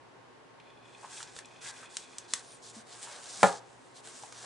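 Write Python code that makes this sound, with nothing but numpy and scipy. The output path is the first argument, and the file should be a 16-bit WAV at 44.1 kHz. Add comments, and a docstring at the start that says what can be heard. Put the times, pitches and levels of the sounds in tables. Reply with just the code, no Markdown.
"""Closing a hardcover book.

On a paper-covered table in a small, quiet room with a faint appliance hum, fingers slide over the pages
and lift the back cover; paper hisses and rubs in tiny slips. The binding creaks and snaps as it shuts.
The book is dragged, tipped onto its edge with a thud that rings in book, table and room, and slid back."""
import sys
import numpy as np
from scipy import signal
from scipy.fft import rfft, irfft
from scipy.io import wavfile
from scipy.ndimage import uniform_filter1d

SR = 44100
rng = np.random.default_rng(int(sys.argv[2]) if len(sys.argv) > 2 else 0)


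def wav_out(sig):
    """Save sig, one row per channel (or a flat mono array), as 16-bit PCM at SR to the path in sys.argv[1]."""
    wavfile.write(sys.argv[1], SR, np.round(np.clip(np.atleast_2d(sig).T, -1, 1) * 32767).astype(np.int16))


N = 196421
TIME_S = np.arange(N) / SR
RING_S = TIME_S[:SR // 2]
FREQ_HZ = np.maximum(np.fft.rfftfreq(N, 1 / SR), 1)


def undb(db):
    """Decibels to gain."""
    return 10 ** (np.asarray(db) / 20)


def unit_rms(x):
    """Scale to rms 1."""
    return x / np.sqrt(np.mean(x ** 2))


def at_hz(table, hz):
    """Interpolate (f/Hz, value) rows over log frequency."""
    points_hz, values = np.transpose(table)
    return np.interp(np.log(hz), np.log(points_hz), values)


def gain_curve(rows):
    """Smoothed gain from (t/s, level/dB) rows, silent outside them."""
    t_s, db = np.transpose(rows)
    inside = (TIME_S >= t_s[0]) & (TIME_S <= t_s[-1])
    return uniform_filter1d(undb(np.interp(TIME_S, t_s, db)) * inside, size=600)


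def colour(x, spectrum):
    """Filter by (f/Hz, level/dB) rows."""
    return irfft(rfft(x) * undb(at_hz(spectrum, FREQ_HZ)), N)


def walk(rate_hz):
    """Random wander, rms 1."""
    return unit_rms(np.interp(TIME_S * rate_hz, np.arange(4000), rng.standard_normal(4000)))


def stereo(mid, side, width):
    """Left and right from mid and side, the side filtered by width."""
    side = colour(side, width)
    return np.array([mid + side, mid - side])


def add(track, t_s, sound):
    """Mix a sound in at t_s."""
    start = int(t_s * SR)
    track[start:start + len(sound)] += sound[:N - start]


def click(spectrum, tilt_db_oct=0):
    """Minimum-phase pulse with the given spectrum, peak 1."""
    magnitude = undb(at_hz(spectrum, FREQ_HZ) + tilt_db_oct * np.log2(FREQ_HZ))
    cepstrum = irfft(np.log(magnitude), N)
    log_response = rfft(2 * cepstrum[1:N // 2], N) * np.exp(-2j * np.pi * FREQ_HZ / SR)
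    pulse = irfft(np.exp(log_response), N)[:len(RING_S)]
    return pulse / np.abs(pulse).max()


def decay(t60_s):
    """Exponential decay."""
    return np.exp(-np.log(1000) * RING_S / t60_s)


def ring(modes):
    """Struck modes (f/Hz, level/dB, t60/s); neighbours swing in opposite directions."""
    return sum((-1) ** k * undb(db) * decay(t60_s) * np.sin(2 * np.pi * hz * RING_S)
               for k, (hz, db, t60_s) in enumerate(modes))


def band_noise(hz, q, shape):
    """Noise passed twice through one resonance, rms 1."""
    band = signal.iirpeak(hz, q, fs=SR)
    return unit_rms(signal.lfilter(*band, signal.lfilter(*band, rng.standard_normal(shape))))


def slips(grain_db, patchy_db):
    """Friction: dense tiny slips of uneven size, catching and letting go."""
    size = undb(grain_db * np.minimum(rng.exponential(size=N), 6))
    slipping = rng.random(N) < 0.2
    return rng.standard_normal(N) * slipping * size * undb(patchy_db * walk(70))


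# side re mid, diffuse sound: f/Hz, level/dB
DIFFUSE_WIDTH = [(60, -29), (200, 0), (550, -1.5), (1200, -2), (3000, -1)]
# reverberation time: f/Hz, t60/s
REVERB_T60 = [(150, 0.15), (700, 0.36), (2000, 0.21), (8000, 0.16)]


def room(x, wet_db, build_s):
    """Direct sound plus diffuse reflections that build up, then decay octave by octave."""
    length = len(RING_S)
    mid, side = rng.standard_normal((2, N))
    noise = rfft(stereo(mid, undb(-6.5) * side, DIFFUSE_WIDTH)[:, :length])
    octave = np.log2(np.clip(np.fft.rfftfreq(length, 1 / SR), 64, 8192))
    tail = sum(irfft(noise * np.maximum(1 - abs(octave - k), 0), length)
               * decay(at_hz(REVERB_T60, 2 ** k)) for k in range(6, 14))
    build_up = 1 - np.exp(-(RING_S / build_s) ** 2)
    tail = unit_rms(tail * build_up) / np.sqrt(length)
    return x + undb(wet_db) * signal.fftconvolve(x[None], tail, axes=1)[:, :N]


# room noise spectrum: f/Hz, level/dB
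AIR_SPECTRUM = [(15, -69), (25, -50), (46, -14.5), (91, -22), (114, -6), (225, -13), (256, -4.5),
                (313, -10.5), (355, -4.5), (635, -8.5), (905, -7), (1360, -14), (1580, -12.5), (2140, -18),
                (10500, -36), (13600, -77), (22000, -120)]
# appliance hum lines: f/Hz, level/dB
HUM_LINES = [(119, -73), (253, -106), (350, -81.5), (727, -82.5), (925, -73), (1083, -71)]


def background():
    """Room noise and wavering hum; the lowest line stands in the room, stronger and earlier at left."""
    mid, side = (unit_rms(colour(rng.standard_normal(N), AIR_SPECTRUM)) for _ in range(2))
    air = undb(-58) * stereo(mid, side, DIFFUSE_WIDTH)
    lines = []
    for hz, db in HUM_LINES:
        amplitude = np.sqrt(2) * undb(db + 0.96 * walk(5.07))
        phase = 2 * np.pi * hz * TIME_S + 0.5 * walk(3.97)
        lines.append(amplitude * np.exp(1j * phase))
    standing = np.outer([1.6, 0.98 * np.exp(-1.2j)], lines[0])
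    return air + np.real(standing + sum(lines[1:]))


# creaks of the glued spine: t/s, level/dB
SPINE_CREAKS = [(0.599, -44.5), (0.701, -54.5), (0.854, -51), (0.947, -47), (1.174, -38.5), (1.445, -46),
                (1.559, -47), (1.766, -46)]
# spine modes: f/Hz, level/dB, t60/s
SPINE_MODES = [(2515, -8, 0.017), (2720, -21, 0.031), (3430, -9.5, 0.016), (4160, -19.5, 0.035)]


def spine_creaks():
    """The bent spine grates faintly and gives way in short bursts that ring its modes."""
    rise_s, t60_s = 0.008, 0.025
    strain = gain_curve([(0.62, -66.5), (1.3, -62), (2.1, -61.5), (2.6, -73)])
    friction = slips(grain_db=2.5, patchy_db=3.5) * strain
    burst = decay(t60_s) * (1 - decay(rise_s))
    for t_s, db in SPINE_CREAKS:
        add(friction, t_s, undb(db) * rng.standard_normal(len(RING_S)) * burst)
    body = ring(SPINE_MODES)
    ringing = signal.fftconvolve(friction, body / np.linalg.norm(body))[:N]
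    crackle = signal.sosfilt(signal.butter(2, [1800, 5000], "band", fs=SR, output="sos"), friction)
    return room(ringing + crackle, wet_db=-8.5, build_s=0.00099)


def stroke(start_s, length_s):
    """Gain of one slide: a power of hand speed, from rest to rest."""
    speed = np.sin(np.pi * np.clip((TIME_S - start_s) / length_s, 0, 1))
    return uniform_filter1d(speed ** 0.59, size=700)


def shifting_contact(x, patchy_db):
    """Each half-octave of a rubbing sound swells and fades by itself as the contact shifts."""
    spectrum = rfft(x)
    half_octave = 2 * np.log2(np.clip(FREQ_HZ / 1024, 1, 8))
    return sum(irfft(spectrum * np.maximum(1 - abs(half_octave - k), 0), N) * undb(patchy_db * walk(14))
               for k in range(7))


# friction spectra of paper fibres, open pages and shut cover: f/Hz, level/dB
FIBRE_SPECTRUM = [(1200, -18.5), (2400, -9.5), (3600, -3), (4600, -3), (6200, -2), (8000, -2), (9300, -5.5),
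                  (10600, -16.5)]
PAGE_SPECTRUM = [(300, -15), (700, -2.5), (930, 0), (1180, -4), (1520, 4.5), (2000, 0.5), (2800, -14),
                 (5000, -22)]
COVER_SPECTRUM = [(150, -28), (400, -4), (650, 4), (950, 0), (1400, 3), (2200, -1), (5000, -11)]
# side re mid, sound from the table: f/Hz, level/dB
NEAR_WIDTH = [(4500, -10), (6300, -11), (8000, -3.5), (10000, -3)]
# slides of paper on paper, skin and table: t/s, length/s, hiss level/dB, rub level/dB
HAND_STROKES = [(0.963, 0.4, -55, -63.5), (1.086, 0.17, -47, -68), (1.345, 0.072, -51, -64),
                (1.61, 0.11, -43, -52.5), (1.713, 0.17, -53, -61.5), (1.889, 0.18, -53.5, -71),
                (2.03, 0.27, -61, -69), (2.28, 0.14, -48.5, -61.5), (2.39, 0.2, -58, -79),
                (2.613, 0.11, -51, -78), (2.72, 0.11, -53.5, -60), (2.853, 0.17, -53, -59),
                (2.985, 0.24, -50, -54.5), (3.015, 0.05, -45, -57), (3.192, 0.41, -45.5, -57),
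                (3.393, 0.11, -40.5, -50.5), (3.943, 0.071, -53.5, -74), (4.032, 0.085, -50, -61.5),
                (4.081, 0.24, -51, -62.5), (4.292, 0.48, -49, -55)]


def paper_sliding():
    """Paper fibres hiss; under pressure the open pages, later the stiff shut cover, add a hollow rub."""
    touch_s, shut_s = 0.82, 2.35
    # fingertips stay lightly on the book between strokes
    touch = undb(-66.5 + 0.5 * walk(3.77)) * np.clip((TIME_S - touch_s) / 0.05, 0, 1)
    power = sum(np.outer(undb([hiss_db, rub_db]), stroke(t_s, length_s)) ** 2
                for t_s, length_s, hiss_db, rub_db in HAND_STROKES)
    slide, press = np.sqrt(power)
    fibres = [colour(slips(grain_db=1.3, patchy_db=0.9), FIBRE_SPECTRUM) for _ in range(2)]
    mid, side = (unit_rms(shifting_contact(x, patchy_db=1.7)) for x in fibres)
    hiss = stereo(mid, side, NEAR_WIDTH) * np.hypot(slide, touch)
    grain = slips(grain_db=2, patchy_db=1.2)
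    pages = unit_rms(colour(grain, PAGE_SPECTRUM))
    cover = unit_rms(colour(grain, COVER_SPECTRUM))
    shut = np.clip((TIME_S - shut_s) / 0.1, 0, 1)
    rub = (pages * (1 - shut) + cover * shut) * press
    return hiss + room(rub, wet_db=-0.5, build_s=0.0054)


# bumps of fingers and flexing pages: t/s, level/dB, f/Hz, t60/s
SOFT_BUMPS = [(1.029, -45.5, 920, 0.073), (1.043, -36.5, 890, 0.048), (1.203, -40.5, 1310, 0.054),
              (1.387, -46.5, 1650, 0.074), (1.657, -43, 1830, 0.081), (1.827, -46, 1390, 0.11),
              (2.764, -50.5, 219, 0.21), (3.072, -47.5, 940, 0.093), (4.234, -41, 756, 0.044),
              (4.438, -46.5, 800, 0.13)]


def soft_bumps():
    """Each soft contact is a short scuff through one broad resonance."""
    track = np.zeros(N)
    for t_s, db, hz, t60_s in SOFT_BUMPS:
        add(track, t_s, undb(db) * band_noise(hz, q=1.9, shape=len(RING_S)) * decay(t60_s))
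    return room(track, wet_db=-10, build_s=0.0042)


# snap spectrum: f/Hz, level/dB
SNAP_SPECTRUM = [(150, -30), (500, -10.5), (1400, -2.5), (2200, -5), (3400, 1.5), (4800, -0.5), (6500, 5),
                 (8000, 3), (10500, -9)]
# binding snaps and page-edge ticks: t/s, level/dB, tilt/(dB/octave), flutter level/dB
BINDING_SNAPS = [(1.2283, -28.5, -1.5, -11), (1.364, -39, -6, -6), (1.3888, -30.5, -2, -11),
                 (1.4563, -41, 1, -6.5), (1.969, -14, 0.5, -17.5), (2.1842, -14, 5, -21),
                 (2.3366, -5.5, 0.5, -18), (4.074, -32, -4.5, -16), (4.324, -40, -4.5, -5.5)]


def binding_snaps():
    """Each snap is a sharp pulse, a very brief bright ring near 7.4 kHz and a flutter of the sheet."""
    mid, side = np.zeros((2, N))
    bright_ring = ring([(7400, -6.5, 0.00057)])
    flutter_envelope = decay(0.019) * (1 - decay(0.0029))
    for t_s, db, tilt_db_oct, flutter_db in BINDING_SNAPS:
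        pulse = undb(db) * (click(SNAP_SPECTRUM, tilt_db_oct) + bright_ring)
        flutter = undb(flutter_db) * rng.standard_normal((2, len(RING_S))) * flutter_envelope
        flutter_mid, flutter_side = signal.fftconvolve(pulse[None], flutter, axes=1)[:, :len(RING_S)]
        add(mid, t_s, pulse + flutter_mid)
        add(side, t_s, flutter_side)
    return room(mid, wet_db=-10, build_s=0.0036) + stereo(0, side, NEAR_WIDTH)


def finger_squeal():
    """A fingertip gliding off the glossy cover sings very high for a moment."""
    mid, side = band_noise(hz=9200, q=16, shape=(2, N))
    swell = gain_curve([(2.42, -69), (2.48, -63), (2.55, -59.5), (2.58, -86)])
    return stereo(mid, side, NEAR_WIDTH) * swell


# left boost and equal right cut: f/Hz, level/dB
BASS_BALANCE = [(190, 4.4), (260, 0.1)]
# lead of left over right: f/Hz, phase/rad
BASS_PHASE = [(140, -0.2), (177, 1.2), (200, -1.3), (400, -0.28)]


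def standing_bass(x):
    """The thud's bass stands in the room, so left and right differ in level and phase."""
    shift = undb(at_hz(BASS_BALANCE, FREQ_HZ)) * np.exp(0.5j * at_hz(BASS_PHASE, FREQ_HZ))
    return irfft(rfft(x) * np.array([shift, 1 / shift]), N)


# impact spectrum: f/Hz, level/dB
BLOW_SPECTRUM = [(40, -60), (100, -17), (190, -1), (320, -13), (540, 3), (830, 1), (1400, -5), (2200, -13),
                 (3500, -18), (6000, -24.5), (10000, -25)]
# ringing of the thud in book, table and room: f/Hz, level/dB, t60/s
THUD_MODES = [(105, -45.5, 0.19), (175.7, -32, 0.24), (199.3, -18.5, 0.094), (286, -36.5, 0.253),
              (442, -39, 0.21), (481, -22, 0.089), (543, -11.5, 0.076), (577.4, -12, 0.11),
              (693, -33, 0.14), (762, -16.5, 0.1), (794, -17, 0.1), (838, -10.5, 0.091), (840, -37, 0.11),
              (944, -25, 0.2), (1034, -15.5, 0.077), (1253, -10.5, 0.035), (1366, -21, 0.1),
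              (1330, -30, 0.12), (1428, -22.5, 0.16), (1595, -26.5, 0.11), (1710, -37, 0.34),
              (1757, -22, 0.11), (2300, -24, 0.064)]


def edge_thud():
    """The edge hits the table: a dull blow that bounces and chatters as the edge settles, a crack of the cover
    and ringing."""
    landing_s, landing_db = 3.4309, -0.5
    gap_step_s, loss_db = 0.00245, 5.5
    blow, ringing = np.zeros((2, N))
    pulse = click(BLOW_SPECTRUM)
    bounce_s = landing_s
    for k in range(6):  # the blow, then the edge bounces, each contact weaker and later
        bounce_s += k * gap_step_s
        add(blow, bounce_s, undb(landing_db - k * loss_db) * pulse)
    crack = undb(0.5) * click(SNAP_SPECTRUM, tilt_db_oct=14.5)
    add(blow, landing_s + 0.00123, crack)
    knock = ring([(857, -12.5, 0.041)])  # the struck edge, damped by the hands
    knock = signal.sosfilt(signal.butter(2, 220, "high", fs=SR, output="sos"), knock)
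    add(ringing, landing_s, ring(THUD_MODES) + knock)
    return standing_bass(room(blow, wet_db=-2, build_s=0.00071) + ringing)


def scene():
    """The handling of the book over the quiet room."""
    return (background() + spine_creaks() + paper_sliding() + soft_bumps()
            + binding_snaps() + finger_squeal() + edge_thud())


def record(dry):
    """Soft clip, bass cut, brief end fade, treble cut."""
    ceiling, low_hz, top_hz, fade_s = 0.94, 45, 10600, 0.004
    rounded = ceiling * np.tanh(dry / ceiling)
    thinned = signal.sosfilt(signal.butter(2, low_hz, "high", fs=SR, output="sos"), rounded)
    fade_out = np.clip((TIME_S[-1] - TIME_S) / fade_s, 0, 1) ** 2
    return signal.sosfilt(signal.ellip(10, 0.2, 70, top_hz, fs=SR, output="sos"), thinned * fade_out)


dry = scene()
out = record(dry)
wav_out(out)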